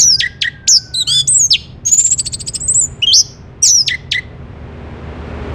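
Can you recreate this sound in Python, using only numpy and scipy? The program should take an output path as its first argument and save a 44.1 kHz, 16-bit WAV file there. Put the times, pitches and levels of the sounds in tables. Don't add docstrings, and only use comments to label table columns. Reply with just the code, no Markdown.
import sys
import numpy as np
from scipy import signal
from scipy.fft import rfft, irfft, next_fast_len
from scipy.io import wavfile
from scipy.ndimage import uniform_filter1d, minimum_filter1d

SR = 44100
rng = np.random.default_rng(int(sys.argv[2]) if len(sys.argv) > 2 else 0)


def master_out(mix):
    frames = np.transpose(np.atleast_2d(mix))
    ceiling = np.clip(frames, -1, 1)
    pcm = np.round(ceiling * 32767).astype(np.int16)
    wavfile.write(sys.argv[1], SR, pcm)


N = 244314
TIME_S = np.arange(N) / SR

# (start [s], length [s], first [Hz], middle [Hz], last [Hz], level [dB], crescendo [dB], scoop [ratio])
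WHISTLES = [(0.6737, 0.11, 7640, 5730, 4920, -2, 4, 0.72),
            (0.936, 0.097, 3725, 4065, 3545, -13, 5.5, -0.25),
            (1.272, 0.078, 7560, 8320, 7750, -7.5, -2, 0.29), (1.34, 0.04, 7450, 7570, 7700, -4, -0.5, 0),
            (1.366, 0.026, 7240, 8090, 6830, -5, -2.5, 0), (1.387, 0.084, 7010, 6616, 6320, -6, -1, 0),
            (1.503, .061, 6170, 3875, 2396, -3, -5.5, .09), (2.599, 0.079, 7090, 8020, 8210, -19.5, 3, .06),
            (2.678, .058, 6920, 8100, 8170, -9.5, -5.5, .04), (2.74, 0.074, 7060, 7820, 7970, -7, 3, .04),
            (2.807, 0.057, 7200, 7150, 6680, -10.5, -12, 0),
            (3.019, 0.035, 2770, 2930, 2890, -7.5, 3, 0.098),
            (3.065, 0.049, 3340, 3160, 3107, -8.5, -5, 0.023), (3.094, .042, 3067, 3176, 3840, -9, 19, 0),
            (3.127, 0.093, 3860, 5696, 5076, -1, -1, 0)]
NASAL_NOTE = (1.0681, 0.1526, 2850, 3470, 3370, -12, 11, 0)
# (start [s], length [s], held pitch [Hz], last pitch [Hz], time to sink [s], level [dB])
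SQUEAL_NOTES = [(-.052, .217, 6040, 4770, 0.16, -2.5), (3.62, .211, 5963, 4832, 0.17, -3.5)]
# (drop time [s], lead-in before stretch [s], stretch [ratio], transposition [ratio], level [dB])
CHUCK_NOTES = [(.206, 0.028, 0.93, 1.008, -3), (0.423, .014, 0.88, .98, -2.5),
               (3.883, .023, 0.99, 1.05, -3.5), (4.121, 0.01, 1.03, 1.05, -3)]
# (time after drop [s], length [s], pitch lift [Hz], level lift [dB])
CHUCK_BOBS = [(0.02, .032, 350, 13), (0.053, .02, 410, 13.5)]
# (start [s], length [s], top pitch [Hz], level [dB], rasp [dB])
TRILL_HOOKS = [(1.851, 0.063, 6560, -7, -25), (1.913, 0.052, 6920, 2, -22.5), (1.97, 0.064, 7250, 1, -19.5),
               (2.035, 0.064, 7350, -3, -24.5), (2.102, 0.049, 7600, -3.5, -22.5),
               (2.177, 0.039, 7976, -10, -25), (2.247, 0.039, 8055, -18, -25.5),
               (2.32, 0.039, 8130, -18, -25), (2.391, 0.036, 8200, -20.5, -29.5),
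               (2.462, 0.04, 8080, -17.5, -25), (2.534, 0.047, 8240, -14, -28.5)]
# (centre [s], pitch [Hz], level [dB])
TRILL_PIPS = [(2.2, 4560, -14.5), (2.272, 4560, -16), (2.344, 4470, -15.5), (2.414, 4660, -23.5),
              (2.486, 4890, -17.5), (2.558, 5030, -17)]
# (start [s], end [s], rate [Hz], pitch swing [Hz])
TREMORS = [(-.0075, .044, 52, 593), (0.684, 0.741, 156, 527), (.736, .8, 144, 270),
           (1.274, 1.382, 127, 226.4), (1.512, 1.569, 179, 200), (1.974, 2.16, 140, 196),
           (2.69, 2.815, 110, 200), (3.128, 3.22, 130, 600), (3.623, 3.687, 109, 220),
           (3.67, 3.713, 115, 650)]
# (frequency [Hz], gain [dB])
BEAK_EQ = [(1500, -6), (3600, 9), (8100, 10.5), (9000, 6.5), (10000, 2.5), (14000, 0.5), (16000, -22.5)]
# (frequency [Hz], relative level [dB])
RASP_SPECTRUM = [(1100, -30), (2800, -3), (5500, 0), (8300, -5), (9800, -24), (16000, -42)]
# (time [s], fundamental [Hz], second-harmonic level [dB])
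FAR_PATH = [(.03, 771, -45), (.45, 830, -43), (.66, 788.5, -41), (1.03, 729, -43.5), (1.6, 718, -65)]
# (delay [s], gain [dB])
WALL_ECHOES = [(.0031, -13), (.0058, -20), (.0094, -13.5)]
# (frequency [Hz], T60 [s])
PORCH_DECAY = [(300, 0.22), (2000, 0.48), (6000, 0.37), (14000, 0.36)]
# (frequency [Hz], rms level at nearest [dB])
MOTOR_PARTIALS = [(74.5, -26), (237.5, -33.5), (404.5, -36)]
# (frequency [Hz], relative density [dB])
ROAD_SPECTRUM = [(15, -48.5), (25, -31), (70, -8), (267, -14.5), (407, -13.5), (2530, -29.5), (9120, -59),
                 (11900, -87), (20100, -120)]
# (time [s], level [dB])
ROAD_LEVEL = [(0, -48), (2.2, -45.5), (2.9, -40), (3.3, -43), (4.1, -42.5), (5.54, -26.5)]
# (frequency [Hz], relative density [dB])
RUMBLE_SPECTRUM = [(15, -46), (25, -11.5), (54, -6.5), (133, -1), (205, -15), (354, -21), (384, -25),
                   (700, -34), (910, -59.5), (1540, -120)]
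# (time [s], level [dB])
RUMBLE_LEVEL = [(0, -26.5), (.35, -37), (2.7, -31), (3.4, -35), (5.54, -32)]

ATTACK_S, ATTACK_DB, RELEASE_S, RELEASE_DB = .008, 18, .012, 14.5


def thrush(overtones_db=-25, reedy_db=14, chuck_db=5, mixing_db=-17, hoarse_db=-19):
    first, second = main_side(), second_side()
    tone = first + second
    pressed_db = reedy_db * np.sqrt(swell(.86, .42))
    pressed_db += chuck_db * sum(swell(drop_s + .005, .09) for drop_s, *_ in CHUCK_NOTES)
    overtones = amp(overtones_db + pressed_db) * valve(tone, envelope(tone))
    mixing = amp(mixing_db) * first * second * (1 + 2 * second)
    hoarse = amp(hoarse_db) * envelope(first) * envelope(second) * rng.standard_normal(N)
    return tone + coloured(overtones + mixing + hoarse, BEAK_EQ) + rasp()


def main_side(jitter_hz=30, drift_hz=35, trill_jitter_hz=80):
    bend_hz = tremor() + jitter_hz * wander(300)
    whistle_bend_hz = bend_hz + drift_hz * wander(45)
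    trill_bend_hz = bend_hz + trill_jitter_hz * wander(380)
    paths = [bow(*row) for row in WHISTLES + [NASAL_NOTE]] + [squeal(*row)[0] for row in SQUEAL_NOTES]
    return (sum(note(path, whistle_bend_hz) for path in paths)
            + sum(note(path, bend_hz) for path in chuck_paths(chuck))
            + sum(note(hook(*row[:4]), trill_bend_hz) for row in TRILL_HOOKS))


def second_side(jitter_hz=70, pip_rough_hz=230, pip_s=.015, chuck_rough_hz=200):
    bend_hz = .5 * tremor() + jitter_hz * wander(490)
    shake = wander(510)
    pips = sum(amp(db) * swell(s - pip_s / 2, pip_s) * sine(hz + pip_rough_hz * shake)
               for s, hz, db in TRILL_PIPS)
    paths = [nasal_upper()] + [squeal(*row)[1] for row in SQUEAL_NOTES]
    held = sum(note(path, bend_hz) for path in paths)
    return pips + held + sum(note(path, chuck_rough_hz * shake) for path in chuck_paths(chuck_upper))


def bow(start_s, length_s, first_hz, middle_hz, last_hz, db, crescendo_db, scoop, scoop_s=.014, sag=.06):
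    t = instants(0, length_s)
    arch_hz = (middle_hz - (first_hz + last_hz) / 2) * swell(0, length_s, t)
    hz = first_hz + (last_hz - first_hz) * t / length_s + arch_hz
    slide = scoop * np.sin(np.pi / 2 * ramp(t, scoop_s)) ** 2 + sag * ramp(length_s - t, RELEASE_S) ** 2
    level_db = db + crescendo_db * (t / length_s - .5) + gate_db(t, length_s)
    return np.transpose([start_s + t, hz * (1 - slide), level_db])


def nasal_upper(interval=1.43, db=-16):
    s, hz, _ = bow(*NASAL_NOTE).T
    return np.transpose([s, interval * hz, db + gate_db(s - s[0], s[-1] - s[0])])


def squeal(start_s, length_s, held_hz, last_hz, sink_at_s, db,
           head_hz=2650, head_s=.016, head_width_s=.03, interval=.68, fade_db_per_s=368):
    t = instants(0, length_s)
    high = sink(t, sink_at_s, .02)
    hz = last_hz + (held_hz - last_hz) * high + head_hz * np.exp(-((t - head_s) / head_width_s) ** 2)
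    level_db = db - 3 * (1 - high) + gate_db(t, length_s)
    lower_db = level_db + 5 - ATTACK_DB * ramp(t, head_s) - fade_db_per_s * np.maximum(t - head_s, 0)
    upper_db = level_db - 12 * sink(t, at_s=.03, width_s=.006)
    lower = np.transpose([start_s + t, interval * hz, lower_db])
    return np.transpose([start_s + t, hz, upper_db]), lower[t < length_s / 2]


def chuck(lead_s, top_hz=5250, foot_hz=1576, plunge_s=.004, fade_db_per_s=1702.5,
          lead_db=-11, rest_db=-22, fade_in_db=15, fade_in_s=.011):
    t = instants(-lead_s, CHUCK_BOBS[-1][0] + CHUCK_BOBS[-1][1])
    hz = foot_hz + (top_hz - foot_hz) * sink(t, 0, plunge_s)
    db = np.maximum(-fade_db_per_s * abs(t), np.where(t < 0, lead_db, rest_db))
    for start_s, length_s, lift_hz, lift_db in CHUCK_BOBS:
        bob = swell(start_s, length_s, t) ** .74
        hz, db = hz + lift_hz * bob, db + lift_db * bob
    return np.transpose([t, hz, db - fade_in_db * ramp(t + lead_s, fade_in_s)])


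def chuck_upper(lead_s, top_hz=6300, foot_hz=3250, lag_s=.002, plunge_s=.0032, end_s=.031,
                db=-14, fade_in_db=24):
    t = instants(-lead_s, end_s)
    hz = foot_hz + (top_hz - foot_hz) * sink(t, lag_s, plunge_s)
    return np.transpose([t, hz, db - fade_in_db * ramp(t + lead_s, lead_s)])


def chuck_paths(gesture):
    return [gesture(lead_s) * (stretch, transposition, 1) + (drop_s, 0, db)
            for drop_s, lead_s, stretch, transposition, db in CHUCK_NOTES]


def hook(start_s, length_s, top_hz, db, foot_hz=6350, climb_hz_per_s=92000, fade_db=16):
    t = np.linspace(0, length_s, 13)
    shape_db = np.interp(t, [0, .016, .028, length_s + .004], [-fade_db, 0, -2, -fade_db - 2])
    return np.transpose([start_s + t, np.minimum(foot_hz + climb_hz_per_s * t, top_hz), db + shape_db])


def tremor(unsteady=.13, grit=.22):
    pace = 1 + unsteady * wander(60)
    ragged = grit * wander(360)
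    return sum(swing_hz * np.sqrt(swell(s, end_s - s)) * (sine(rate_hz * pace * (TIME_S > s)) + ragged)
               for s, end_s, rate_hz, swing_hz in TREMORS)


def valve(tone, rms, closing=.27, highpass_hz=1200):
    swing, stop = signal.resample_poly([tone, closing * rms], 4, 1, axis=1)
    kink = signal.resample_poly(abs(swing + stop), 1, 4)
    tone_share = uniform_filter1d(kink * tone, size=100) / (rms ** 2 + 1e-9)
    highpass = signal.butter(4, highpass_hz, "high", fs=SR, output="sos")
    return signal.sosfilt(highpass, kink - tone_share * tone)


def rasp(rasp_db=-3, clicks_per_s=5000, flutter_db=2, tick_db=-32):
    bursts = sum(amp(rasp_db + db) * swell(s + .23 * length_s, .58 * length_s)
                 for s, length_s, _, _, db in TRILL_HOOKS)
    onsets = [(s, db) for s, *_, db, _, scoop in WHISTLES + [NASAL_NOTE] if scoop]
    onsets += [(s, db) for s, _, _, db, _ in TRILL_HOOKS]
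    ticks = sum(amp(tick_db + db) * swell(s - .002, .0083) for s, db in onsets)
    clicks = rng.standard_normal(N) * (rng.random(N) < clicks_per_s / SR)
    return (bursts + ticks) * unit_rms(coloured(clicks, RASP_SPECTRUM) * amp(flutter_db * wander(210)))


def far_bird(fundamental_db=-13, waver_hz=7, flutter_db=4):
    bend_hz = waver_hz * wander(80)
    fundamental = amp(fundamental_db) * note(FAR_PATH, bend_hz)
    octave = note(np.array(FAR_PATH) * (1, 2, 1), 2 * bend_hz)
    return (fundamental + octave) * amp(flutter_db * wander(25))


def porch(x, tail_db=-22, build_s=.0052):
    taps = rng.standard_normal(SR) * (rng.random(SR) < .1)
    hz, t, bands = signal.stft(taps, SR, nperseg=256)
    bands = bands * amp(-60 * t / log_interp(PORCH_DECAY, hz)[:, None]) * np.minimum(t / build_s, 1)
    tail = signal.istft(bands, SR, nperseg=256)[1]
    response = amp(tail_db) * tail / np.linalg.norm(tail)
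    for delay_s, db in WALL_ECHOES:
        response[round(delay_s * SR)] += amp(db)
    return x + signal.fftconvolve(x, response)[:N]


def street(drone_hz=136, drone_db=-27, waver=.012):
    nearness = gain_curve(ROAD_LEVEL)
    clock_s = np.cumsum(1 + waver * wander(13.8)) / SR
    hum = sum(amp(db) * np.sqrt(2) * np.sin(2 * np.pi * (hz * clock_s + rng.random()))
              for hz, db in MOTOR_PARTIALS)
    drone = amp(drone_db) * swell(1.013, .4) * np.sin(2 * np.pi * drone_hz * clock_s)
    rumble = gain_curve(RUMBLE_LEVEL) * noise(RUMBLE_SPECTRUM)
    motor = nearness * (noise(ROAD_SPECTRUM) + hum / nearness.max())
    return rumble + drone + motor


def note(path, bend_hz, edge_s=.003):
    s, hz, db = np.transpose(path)
    on = (TIME_S >= s.min()) & (TIME_S <= s.max())
    t, out = TIME_S[on], np.zeros(N)
    pitch_hz = uniform_filter1d(np.interp(t, s, hz), size=130) + bend_hz[on]
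    gate = np.clip(np.minimum(t - s.min(), s.max() - t) / edge_s, 0, 1)
    out[on] = gate * amp(np.interp(t, s, db)) * sine(pitch_hz)
    return out


def sine(hz):
    return np.sin(2 * np.pi * np.cumsum(hz) / SR)


def gate_db(t, length_s):
    return -ATTACK_DB * ramp(t, ATTACK_S) - RELEASE_DB * ramp(length_s - t, RELEASE_S)


def instants(start_s, end_s):
    return np.linspace(start_s, end_s, 120)


def swell(start_s, length_s, t=TIME_S):
    u = np.clip((t - start_s) / length_s, 0, 1)
    return 4 * u * (1 - u)


def sink(t, at_s, width_s):
    return .5 - .5 * np.tanh((t - at_s) / (2 * width_s))


def ramp(t, length_s):
    return np.clip(1 - t / length_s, 0, 1)


def amp(db):
    return 10 ** (np.asarray(db) / 20)


def gain_curve(points):
    return amp(np.interp(TIME_S, *np.transpose(points)))


def envelope(x):
    return np.sqrt(abs(uniform_filter1d(x ** 2, size=100)))


def unit_rms(x):
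    return x / np.sqrt(np.mean(x ** 2) + 1e-20)


def log_interp(points, hz):
    knots_hz, values = np.transpose(points)
    return np.interp(np.log(hz + 1), np.log(knots_hz + 1), values)


def coloured(x, spectrum):
    size = next_fast_len(N + 2048)
    gain = amp(log_interp(spectrum, np.fft.rfftfreq(size, 1 / SR)))
    return irfft(rfft(x, size) * gain, size)[:N]


def noise(spectrum):
    return unit_rms(coloured(rng.standard_normal(N), spectrum))


def wander(cutoff_hz):
    lowpass = signal.butter(2, cutoff_hz, fs=SR, output="sos")
    return unit_rms(signal.sosfilt(lowpass, rng.standard_normal(N)))


def scene(song_db=1.5):
    return (porch(amp(song_db) * thrush() + far_bird()) + street())[None]


def record(dry, threshold_db=-10, slope=.4, recovery_db_per_s=90, cutoff_hz=15900):
    fall_db = TIME_S * recovery_db_per_s
    held_db = np.maximum.accumulate(20 * np.log10(envelope(dry[0]) + 1e-6) + fall_db) - fall_db
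    over_db = uniform_filter1d(np.maximum(held_db - threshold_db, 0), size=100)
    ducked = dry / amp(slope * over_db)
    limit_gain = minimum_filter1d(1 / np.maximum(abs(ducked), 1), size=90)
    limited = ducked * uniform_filter1d(limit_gain, size=90)
    lowpass = signal.firwin(511, cutoff_hz, window=("kaiser", 9), fs=SR)
    return signal.oaconvolve(limited, lowpass[None], "same")


dry = scene()
out = record(dry)
master_out(out)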